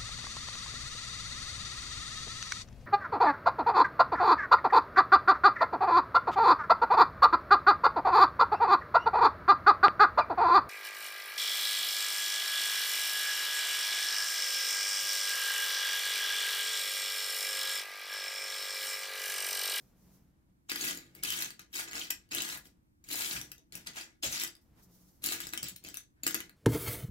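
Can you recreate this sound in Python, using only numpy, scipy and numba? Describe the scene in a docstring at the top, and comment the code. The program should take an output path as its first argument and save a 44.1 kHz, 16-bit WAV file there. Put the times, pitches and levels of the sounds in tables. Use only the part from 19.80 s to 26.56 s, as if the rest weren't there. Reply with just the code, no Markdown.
"""A hand rakes through a heap of small hollow plastic bricks on a mat-covered table, in short sweeps.
Bricks patter as dying sines and a few clack loudly; scraping noise rings larger pieces and the table top.
Narrow-band noise makes pieces sing and a large plate knock; skin brushes the mat, palm and arm touch down.
Two microphone ports stand a few centimetres apart, the heap nearer the left one.
A small room answers the heap, over quiet rumble and hiss."""
import sys
import numpy as np
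from scipy import signal
from scipy.fft import rfft, irfft, next_fast_len
from scipy.io import wavfile
from scipy.ndimage import uniform_filter1d
from numba import njit

SR = 44100
rng = np.random.default_rng(int(sys.argv[2]) if len(sys.argv) > 2 else 0)


def put_to_file(sound):
    """Save the sound as 16-bit audio at rate SR, in the file named by the first command-line argument."""
    columns = np.atleast_2d(sound).T  # one column per channel
    safe = np.clip(columns, -1, 1)
    whole_steps = np.round(safe * 32767)
    wavfile.write(sys.argv[1], SR, whole_steps.astype(np.int16))


N = 298160

# resonances of larger flat pieces: pitch_hz, width_hz, level_db
PLATE_MODES = [(947, 67, -14.5), (1227, 43, -3), (1468, 44, 2.5), (1663, 79, 10.5), (1923, 230, 4.5),
               (2360, 39, -5.5)]
# resonances of the table top, lowest first: pitch_hz, width_hz, level_db
TABLE_MODES = [(68, 23, -5.5), (127.8, 19.3, -3.5), (177.4, 7.9, -0.5), (257, 53, -1.5), (310, 33, 5.5),
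               (493, 91, -17)]
# typical delay from left port to right, and how far places in the heap vary it
PORT_LAG_S, LAG_SPREAD_S = .00025, .00006


def sweeps():
    """Ticks, plates and table swell together; the heap slips in uneven little jolts."""
    # the heap gives way in surges; the shortest are brief clatter following a clack:
    # full_s (when fully up), rise_s, hold_s, fade_s (scaled per layer below),
    # clatter_db, then treble_db, plate_db, table_db relative to the clatter
    surges = [(0.897, 0.01, .035, 0.095, -42.5, -2.5, -10, -17),
              (0.956, 0.019, .005, 0.041, -40.5, -7, -13, -10),
              (1.049, 0.11, .04, 0.21, -36.5, -2, -8, -12.5), (1.362, 0.02, .002, 0.11, -59, 0.5, -7, 1),
              (1.433, 0.0065, .2, 0.15, -38, -3, -10, -16.5),
              (1.794, 0.0021, .002, 0.084, -53.5, -19.5, -0.5, -11),
              (1.947, 0.017, .002, 0.16, -38, -7, -21.5, -22),
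              (1.993, 0.057, .01, 0.12, -38, 0.5, -6.5, -15.5),
              (2.082, 0.092, .03, 0.38, -53.5, -9, -1, -8.5),
              (2.19, 0.086, .002, 0.23, -38, -6.5, -11, -16),
              (2.304, 0.0013, .004, 0.0052, -35.5, 6.5, -6, -15.5),
              (2.524, 0.015, .08, 0.1, -37.5, -6, -10.5, -11.5),
              (2.632, .04, .11, 0.11, -44.5, 0.5, -4.5, -16),
              (2.865, 0.033, .002, 0.095, -63.5, 2, -19, -1.5), (3.241, .002, .002, 0.1, -61, -9, -27, -20),
              (3.348, 0.073, .2, 0.19, -39, 0, -9.5, -15),
              (3.718, .002, .002, 0.016, -49.5, -17.5, -5.5, -10.5),
              (3.781, .004, .002, 0.09, -67, -12, -16, 3), (3.924, .002, .05, 0.15, -50.5, -4.5, -10, -10),
              (4.068, 0.0093, .002, 0.11, -45.5, -7, -6, -14),
              (4.188, 0.06, .002, 0.15, -42.5, -7, -6, -14.5),
              (4.438, .012, .002, .14, -30.5, -4, -13.5, -18),
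              (4.549, 0.068, .002, 0.18, -34.5, -4, -11, -20),
              (4.617, 0.03, .002, 0.11, -33.5, -1, -11, -18.5),
              (5.449, 0.022, .09, 0.14, -38.5, 0, -9, -11.5),
              (5.608, 0.0035, .002, 0.23, -41.5, -4, -13.5, -15.5),
              (5.735, 0.0093, .002, 0.1, -40.5, -13, -13, -7),
              (5.829, 0.0042, .07, 0.028, -45, -10, -21, -19),
              (5.961, 0.0052, .002, 0.018, -56.5, -5.5, -13, -11.5),
              (6.067, 0.035, .002, 0.19, -47.5, -6.5, -13, -9), (6.15, .004, .002, 0.07, -48, -4, -16, -25),
              (6.171, .003, .002, 0.095, -50, -3.5, -17, -25),
              (6.436, 0.0042, .002, 0.025, -35.5, -14, -22, -11.5),
              (6.463, 0.0058, .002, 0.17, -37.5, -9.5, -16, -14),
              (6.546, .003, .002, 0.037, -41, 1, -4, -6), (6.598, 0.026, .002, 0.13, -48.5, -7, -5, -7)]
    full_s, rise, hold, fade, clatter_db, treble_db, plate_db, table_db = np.transpose(surges)

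    def push(fade_scale, more_db):
        return swells(full_s, rise, hold, fade * fade_scale, clatter_db + more_db)

    jolts = undb(1.67 * walk(130))
    body = ticks(count=6000, lo_hz=2290, hi_hz=8423, t60=0.0089, spread_db=3.5)
    treble = ticks(count=9000, lo_hz=7270, hi_hz=17100, t60=0.0015, spread_db=2.5)
    knocks = ticks(count=2500, lo_hz=703, hi_hz=2530, t60=0.0079, spread_db=3.5)
    scrape = rng.standard_normal(N) * undb(1.5 * walk(200))
    scraped_plates = level(above(resonate(scrape, PLATE_MODES), 310), 2.1)
    plates = undb(-6.5) * knocks + ports(scraped_plates)
    table = ports(level(resonate(scrape, TABLE_MODES[1:]), -1.7))
    # heavier things settle later
    clatter = push(0.76, 0) * body + push(0.74, treble_db) * treble
    return jolts * (clatter + push(0.99, plate_db) * plates + push(1.29, table_db) * table)


def ticks(count, lo_hz, hi_hz, t60, spread_db):
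    """A dense random patter of tiny collisions, each ringing three modes at once from its own place; rms 1."""
    hit = np.repeat(rng.random((count, 3)), 3, axis=0).T  # moment, strength, place
    mode = rng.random((3 * count, 3)).T  # pitch, ring time, weakness
    strength = np.minimum(-np.log(1 - hit[1]), 4.5)  # few strong hits among many weak ones
    size = undb(spread_db * strength - 9.3 * mode[2])
    lag = np.clip(PORT_LAG_S + LAG_SPREAD_S * 4 * (hit[2] - .5), 0, 1)
    hz = np.clip(lo_hz * (hi_hz / lo_hz) ** mode[0], 50, .45 * SR)
    ring_time = t60 * (0.16 + 2.4 * mode[1])
    rings = ring(np.zeros((2, N)), hit[0] * N / SR, hz, ring_time, size, lag)
    return level(above(rings, 0.53 * lo_hz), 0)


def clacks():
    """Each clack is two dozen tiny rings within about 3 ms: brick modes, a bright crack; plates and table knock."""
    # single clacks: start_s, level_db, ring_hz, then treble_db, plate_db, table_db relative to the level
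    clack_list = [(0.897, -38.5, 5820, -6.5, -21, -18.5), (0.9173, -24, 4760, -22, -12, -8),
                  (0.959, -25, 4840, -22.5, -14, -18), (1.1734, -32.5, 7070, -23, -25, -6),
                  (1.3503, -47.5, 4670, 2, -13.5, -15.5), (1.4345, -27, 5000, 0.5, -36, -36),
                  (1.459, -32, 3160, -19, -32, -33), (1.5038, -25.5, 3200, -6, -31, -27.5),
                  (1.5231, -29.5, 3130, -6, -15, -34), (1.6225, -28, 7700, -4.5, -28, -24.5),
                  (1.705, -35, 4600, -11.5, -19, -28), (1.794, -40.5, 6380, -10, -20.5, -26),
                  (1.817, -51, 5000, -8.5, -16, -29), (1.93, -39, 5500, -18, -22, -23),
                  (1.94, -39, 7950, -17, -20, -33.5), (1.9529, -26, 7930, -17.5, -24, -27),
                  (2.1124, -38.5, 4300, -8.5, -13, -24), (2.1317, -32, 2960, -19, -13, -16.5),
                  (2.1535, -30, 4730, -24, -19, -31.5), (2.3068, -26, 3040, -18.5, -15.5, -35),
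                  (2.49, -56.5, 4600, -14.5, -24, -25.5), (2.5168, -35, 4200, -11.5, -13.5, -9),
                  (2.5484, -26, 2800, -2, -29, -20.5), (2.5838, -23, 3880, -16, -19.5, -11),
                  (2.621, -23, 7800, -11, -31, -38.5), (2.65, -30, 4340, -11, -17, -25),
                  (2.69, -31.5, 2850, -10, -13.5, -36), (2.7271, -38.5, 4100, -22.5, -19, -30),
                  (2.7738, -42, 2460, 2, -14, -27.5), (2.796, -52, 3140, -11, -13, -20),
                  (2.8552, -50, 3220, -7, -12, -26), (3.2404, -46, 6800, -31, -24, -18),
                  (3.2877, -40, 6960, -5, -15, -14), (3.313, -31.5, 4200, -4, -27, -34),
                  (3.3314, -33, 4100, 1, -25, -27), (3.4202, -29, 4040, -17, -40, -31),
                  (3.6138, -28, 5900, -19, -22, -26), (3.717, -37.5, 2680, -2.5, -23, -26),
                  (3.7808, -47, 6120, -29, -31, -20), (3.923, -37.5, 4370, -19, -39, -23),
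                  (3.9526, -35, 2600, -0.5, -42, -29.5), (4.0719, -28.5, 4800, -24, -26.5, -38),
                  (4.1597, -46, 4500, -20, -13, -26.5), (4.2106, -31, 4930, -20, -27, -19),
                  (4.4276, -37.5, 7070, -25, -32, -20), (4.435, -25, 4170, -30.5, -32, -10),
                  (4.5982, -23.5, 5900, -17, -26, -23), (4.6167, -28, 2400, -12, -26, -13.5),
                  (4.6354, -25, 7700, -5, -18.5, -35), (4.6476, -30, 6060, -14, -20, -11),
                  (4.6759, -34, 4900, -12, -22, -26), (4.7521, -46, 4900, -20, -24, -27),
                  (4.7666, -56, 5030, -10, -28, -17), (5.421, -45, 4100, -20, -29, -29),
                  (5.4407, -23.5, 4030, -8, -34, -15), (5.461, -21.5, 7100, -7.5, -29, -35),
                  (5.4685, -30, 4200, -1, -25, -29), (5.488, -22.5, 4400, -13.5, -27, -38),
                  (5.5232, -24.5, 4020, -10, -17.5, -28), (5.6031, -28, 7900, -12.5, -15, -35),
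                  (5.6693, -27, 7840, -27, -22.5, -14.5), (5.6903, -35.5, 6140, -24, -23, -30),
                  (5.726, -38.5, 7700, -21, -21, -24), (5.7355, -28, 3900, -6, -10.5, -34),
                  (5.7755, -23, 3100, -12, -22.5, -35), (5.83, -22, 7730, -15, -29, -36),
                  (5.8412, -27, 7900, -26, -28.5, -19), (5.8655, -40, 3960, -11, -17, -33),
                  (5.885, -30.5, 7860, -7, -27, -29), (5.896, -37, 7960, -10, -32, -31),
                  (5.9622, -42, 4160, -1.5, -30, -37), (6.0393, -41.5, 6950, -9, -33, -13),
                  (6.0483, -34, 2530, -17, -31, -6.5), (6.087, -33, 7840, -20, -20, -33),
                  (6.1424, -34.5, 2700, -3.5, -19, -47), (6.171, -29, 6150, -8, -22.5, -36),
                  (6.434, -25, 7060, -14, -29, -25), (6.4662, -15.5, 7380, -15, -17, -12.5),
                  (6.4768, -23.5, 2900, -3.5, -21, -32), (6.5088, -36.5, 5160, 1.5, -5.5, -15),
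                  (6.5445, -22.5, 6620, -4.5, -13, -13), (6.5535, -26.5, 2590, -31, -28, -5.5),
                  (6.581, -51, 3100, -18, -18, -10), (6.604, -33, 3000, -6, -13.5, -12),
                  (6.6949, -48, 4240, -7, -9.5, -6)]
    # modes of one hollow brick: pitch_ratio (its power varies per clack), level_db, t60_s
    brick_modes = [(1, 1.5, 0.012), (2.1, -3.5, 0.0086), (.66, -4, 0.011), (2.3, -1.5, .003),
                   (1.8, -9.5, 0.0046), (1.9, -1, 0.0054)]
    start, clack_db, hz, treble_db, plate_db, table_db = np.transpose(clack_list)
    out, plate, table = np.zeros((2, N)), np.zeros(N), np.zeros(N)
    grains = 24
    delay, pitch_draw, place = rng.random((len(start), 3, grains)).transpose(1, 2, 0)
    lag = PORT_LAG_S + LAG_SPREAD_S * 2 * (place[0] - .5)
    for k, (ratio, mode_db, t60) in enumerate(brick_modes):
        pitch = np.clip(hz * ratio ** (.7 + .6 * pitch_draw[k]), 50, .45 * SR)
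        size = undb(clack_db + mode_db - 2.0)
        out = ring(out, start + .0015 * delay[k] ** 2, pitch, np.full(len(start), t60), size, lag)
    for k in range(len(brick_modes), grains):  # the bright crack
        pitch = 8000 + 8500 * pitch_draw[k]
        size = undb(clack_db + treble_db + 3.0)
        out = ring(out, start + 0.0032 * delay[k] ** 2, pitch, np.full(len(start), 0.003), size, lag)
    at = (start * SR).astype(int)
    # single-sample knocks need a large drive to ring the resonances up
    plate[at] = undb(clack_db + plate_db + 37.0)
    table[at] = undb(clack_db + table_db + 33.0)
    plate_ring = above(resonate(plate, PLATE_MODES + [(1600, 300, -20)]), 600)
    return above(out, 1800) + ports(plate_ring + resonate(table, TABLE_MODES[2:]))


def drags():
    """Pieces sing and a large plate knocks low: stuttering noise, each in one narrow resonance."""
    # pieces singing at their own pitch, and two low knocks of a large plate near 500 Hz:
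    # start_s, length_s, pitch_hz, width_hz, level_db (before fades and stutter)
    drag_list = [(1.362, 0.063, 2220, 249, -62), (0.933, .05, 1620, 149, -58.5),
                 (1.467, 0.081, 3100, 110, -39.5), (2.135, 0.043, 1490, 149.6, -47),
                 (2.53, .07, 2880, 200, -45.5), (2.542, 0.023, 507, 149, -47.5),
                 (2.567, 0.037, 3830, 100, -42), (3.303, 0.095, 4030, 300, -45),
                 (3.546, 0.026, 1610, 120, -39), (4.423, 0.044, 520, 200, -46.5),
                 (4.447, 0.032, 7070, 400, -36), (4.594, 0.044, 2400, 200, -52.5),
                 (5.82, 0.032, 7450, 350, -58), (6.354, 0.063, 1700, 200, -77)]
    t, out, noise = np.arange(N) / SR, np.zeros(N), rng.standard_normal(N)
    for start, length, hz, width, drag_db in drag_list:
        now = (t > start) & (t < start + length)
        to_edge = np.minimum(t[now] - start, start + length - t[now])
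        fade = np.clip(to_edge / 0.014, 0, 1)
        out[now] += fade * level(resonate(noise[now], [(hz, width, 0)]), drag_db)
    stutter = undb(1.4 * walk(90))
    return ports(out * stutter)


def arm():
    """Skin brushes the mat as noise, the palm lands once, the resting arm bumps the table's low resonances."""
    # spectrum of skin on the mat: freq_hz, density_db
    rustle_spectrum = [(1470, -21), (2500, -17), (3220, -9.5), (5910, 1), (8640, -6), (14300, -1),
                       (16100, -5.5), (16500, -29.5)]
    # skin brushing the mat: full_s (when fully up), rise_s, hold_s, fade_s, level_db
    brushes = [(0.0, .01, .002, 0.39, -71.5), (.196, 0.051, .1, .2, -70.5), (0.343, .06, .002, 0.22, -70),
               (4.818, .01, 0.0018, .3, -76), (5.004, 0.059, .002, 0.22, -69),
               (5.033, .015, .002, 0.09, -62), (5.192, 0.16, .002, 0.75, -66.5),
               (5.427, .015, .005, .02, -62)]
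    # the palm landing softly: centre_s, spread_s, pitch_hz, width_hz, level_db (before the envelope)
    palm_landing = (4.995, .03, 700, 1200, -66)
    # the arm shifting on the table, dull bumps: full_s (when fully up), rise_s, level_db
    arm_bumps = [(0.0, 0.6, -61.5), (.32, 0.11, -60.5), (1.18, 0.086, -60), (1.5, 0.31, -58.5),
                 (2.16, .2, -61.5), (2.56, 0.044, -58), (2.75, 0.19, -60.5), (3.35, .14, -58),
                 (3.58, 0.086, -48.5), (3.97, 0.064, -53.5), (4.1, 0.041, -55), (4.48, 0.047, -46),
                 (4.92, 0.12, -68), (5.22, 0.75, -63), (5.46, 0.083, -57.5), (5.67, 0.083, -55),
                 (5.84, 0.028, -47), (5.93, 0.03, -56), (6.07, .06, -55), (6.52, 0.15, -60),
                 (6.76, .1, -67)]
    rustle = level(colour(rng.standard_normal((2, N)), rustle_spectrum), 0)
    rustle = rustle * swells(*np.transpose(brushes)) * undb(2.5 * walk(29))
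    centre, spread, hz, width, palm_db = palm_landing
    palm = level(resonate(rng.standard_normal((2, N)), [(hz, width, 0)]), palm_db)
    palm = palm * np.exp(-((np.arange(N) / SR - centre) / spread) ** 2)
    push = rng.standard_normal(N) * undb(1.3 * walk(25))
    bumps = level(resonate(push, TABLE_MODES[:3]), 0)
    full_s, rise, bump_db = np.transpose(arm_bumps)
    return rustle + palm + bumps * swells(full_s, rise, 0, 3.2 * rise, bump_db)


def room(dry):
    """Diffuse echoes of the left port's sound, each band dying at its own rate, different at each port."""
    # echo decay, one row per band from low to high: freq_hz (nominal), t60_s
    band_t60 = [(200, 0.25), (1500, 0.16), (5000, 0.2), (12000, 0.13)]
    t = np.arange(SR // 2) / SR
    edges = [60, 600, 2800, 8000, 18000]  # Hz
    echo = 0
    for (_, t60), lo, hi in zip(band_t60, edges, edges[1:]):
        bandpass = signal.butter(2, [lo, hi], "bandpass", fs=SR, output="sos")
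        band = signal.sosfilt(bandpass, rng.standard_normal((2, len(t))))
        alike = np.clip(1.1 - lo / 900, 0, .85)  # long waves are more alike at the two ports
        band[1] = alike * band[0] + np.sqrt(1 - alike ** 2) * band[1]
        onset = np.clip(t / 0.0019 - .5, 0, 1)
        echo = echo + band * undb(-60 * t / t60) * onset
    echo = echo / np.sqrt(np.sum(echo ** 2, axis=1, keepdims=True))
    return undb(-4.5) * signal.fftconvolve(dry[:1], echo, axes=1)[:, :N]


def air():
    """Quiet room rumble and hiss as shaped noise; the bass is more alike at the two ports."""
    # spectrum of the empty room: freq_hz, density_db
    air_spectrum = [(12, -30), (20, -8), (60, 4), (175, -6.5), (326, -5), (419, -27), (716, -31),
                    (1190, -37), (2270, -39), (2850, -44), (8080, -40), (14600, -41), (16800, -50)]
    mid, side = colour(rng.standard_normal((2, N)), air_spectrum)
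    side = colour(side, [(100, -8.5), (400, 0), (1200, 13.5), (16000, -1)])
    return level(np.array([mid + side, mid - side]), -66.5)


def undb(db):
    """Decibels to amplitude."""
    return 10 ** (np.asarray(db) / 20)


def level(x, db):
    """Set the rms level in dB."""
    return x * undb(db) / np.sqrt(np.mean(x ** 2))


def colour(x, points):
    """Filter by a (Hz, dB) spectrum, interpolated over log frequency."""
    hz, db = np.transpose(points)
    size = next_fast_len(N)
    f = np.arange(size // 2 + 1) * SR / size + 1  # 1 Hz up, to keep the log finite
    gain = undb(np.interp(np.log(f), np.log(hz), db))
    return irfft(rfft(x, size) * gain, size)[..., :N]


def above(x, hz):
    """Small pieces radiate nothing far below their lowest mode: a high-pass."""
    return signal.sosfilt(signal.butter(2, hz, "highpass", fs=SR, output="sos"), x)


def resonate(x, modes):
    """Sum of fixed (Hz, width Hz, dB) resonances."""
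    return sum(undb(db) * signal.lfilter(*signal.iirpeak(hz, hz / width, SR), x) for hz, width, db in modes)


@njit
def ring(out, start, hz, t60, size, lag):
    """Each grain is a dying sine, reaching the right port a little later."""
    for k in range(len(start)):
        turn = np.exp(2j * np.pi * hz[k] / SR - np.log(1000) / (t60[k] * SR))  # spin and decay per sample
        z = size[k] + 0j
        left, right = int(start[k] * SR), int((start[k] + lag[k]) * SR)
        for n in range(min(int(t60[k] * SR), out.shape[1] - max(left, right))):
            z *= turn
            out[0, left + n] += z.imag
            out[1, right + n] += z.imag
    return out


def ports(x):
    """A sound from the heap: the right port hears it later."""
    return np.array([x, np.roll(x, int(PORT_LAG_S * SR))])


def walk(rate):
    """Random levels, a new one every 1 / rate s, joined by straight slopes; spread a little under 1."""
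    k = int(SR / rate)
    return uniform_filter1d(np.repeat(rng.standard_normal(N // k + 1), k), k)[:N]


def swells(full_s, rise, hold, fade, db):
    """Gain of many gestures, powers added: each rounds up from -20 dB in its rise, holds, then loses 30 dB per fade."""
    t = np.arange(0, N / SR + .002, .001)[:, None]  # 1 ms steps
    before = np.maximum(full_s - t, 0) / rise
    after = np.maximum(t - full_s - hold, 0) / fade
    power = np.sum(undb(db - 20 * before ** 2 - 30 * after) ** 2, axis=1)
    return np.interp(np.arange(N) / SR, t[:, 0], np.sqrt(power))


def scene():
    """Heap with its room echo, shadowed at the right port, plus the arm and the air."""
    # response of the shadowed right port to the heap: freq_hz, gain_db
    right_port = [(30, 8.5), (125, 4), (500, -0.5), (1000, -0.5), (4000, -2), (7300, 0.5), (8200, -8.5),
                  (15000, -6.5)]
    heap = sweeps() + drags() + clacks()
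    heap = heap + room(heap)
    return np.array([heap[0], colour(heap[1], right_port)]) + arm() + air()


def record(dry):
    """Microphone colour; the recorder cuts the top."""
    # microphone response: freq_hz, gain_db
    mic_response = [(15, 2), (45, -2.5), (7000, -1.5), (9500, -0.5), (12000, 1.5), (14500, 1.5),
                    (16000, -3.5)]
    top_hz = 15900
    low_pass = signal.ellip(10, .2, 70, top_hz, fs=SR, output="sos")
    return signal.sosfilt(low_pass, colour(dry, mic_response))


dry = scene()
out = record(dry)
put_to_file(out)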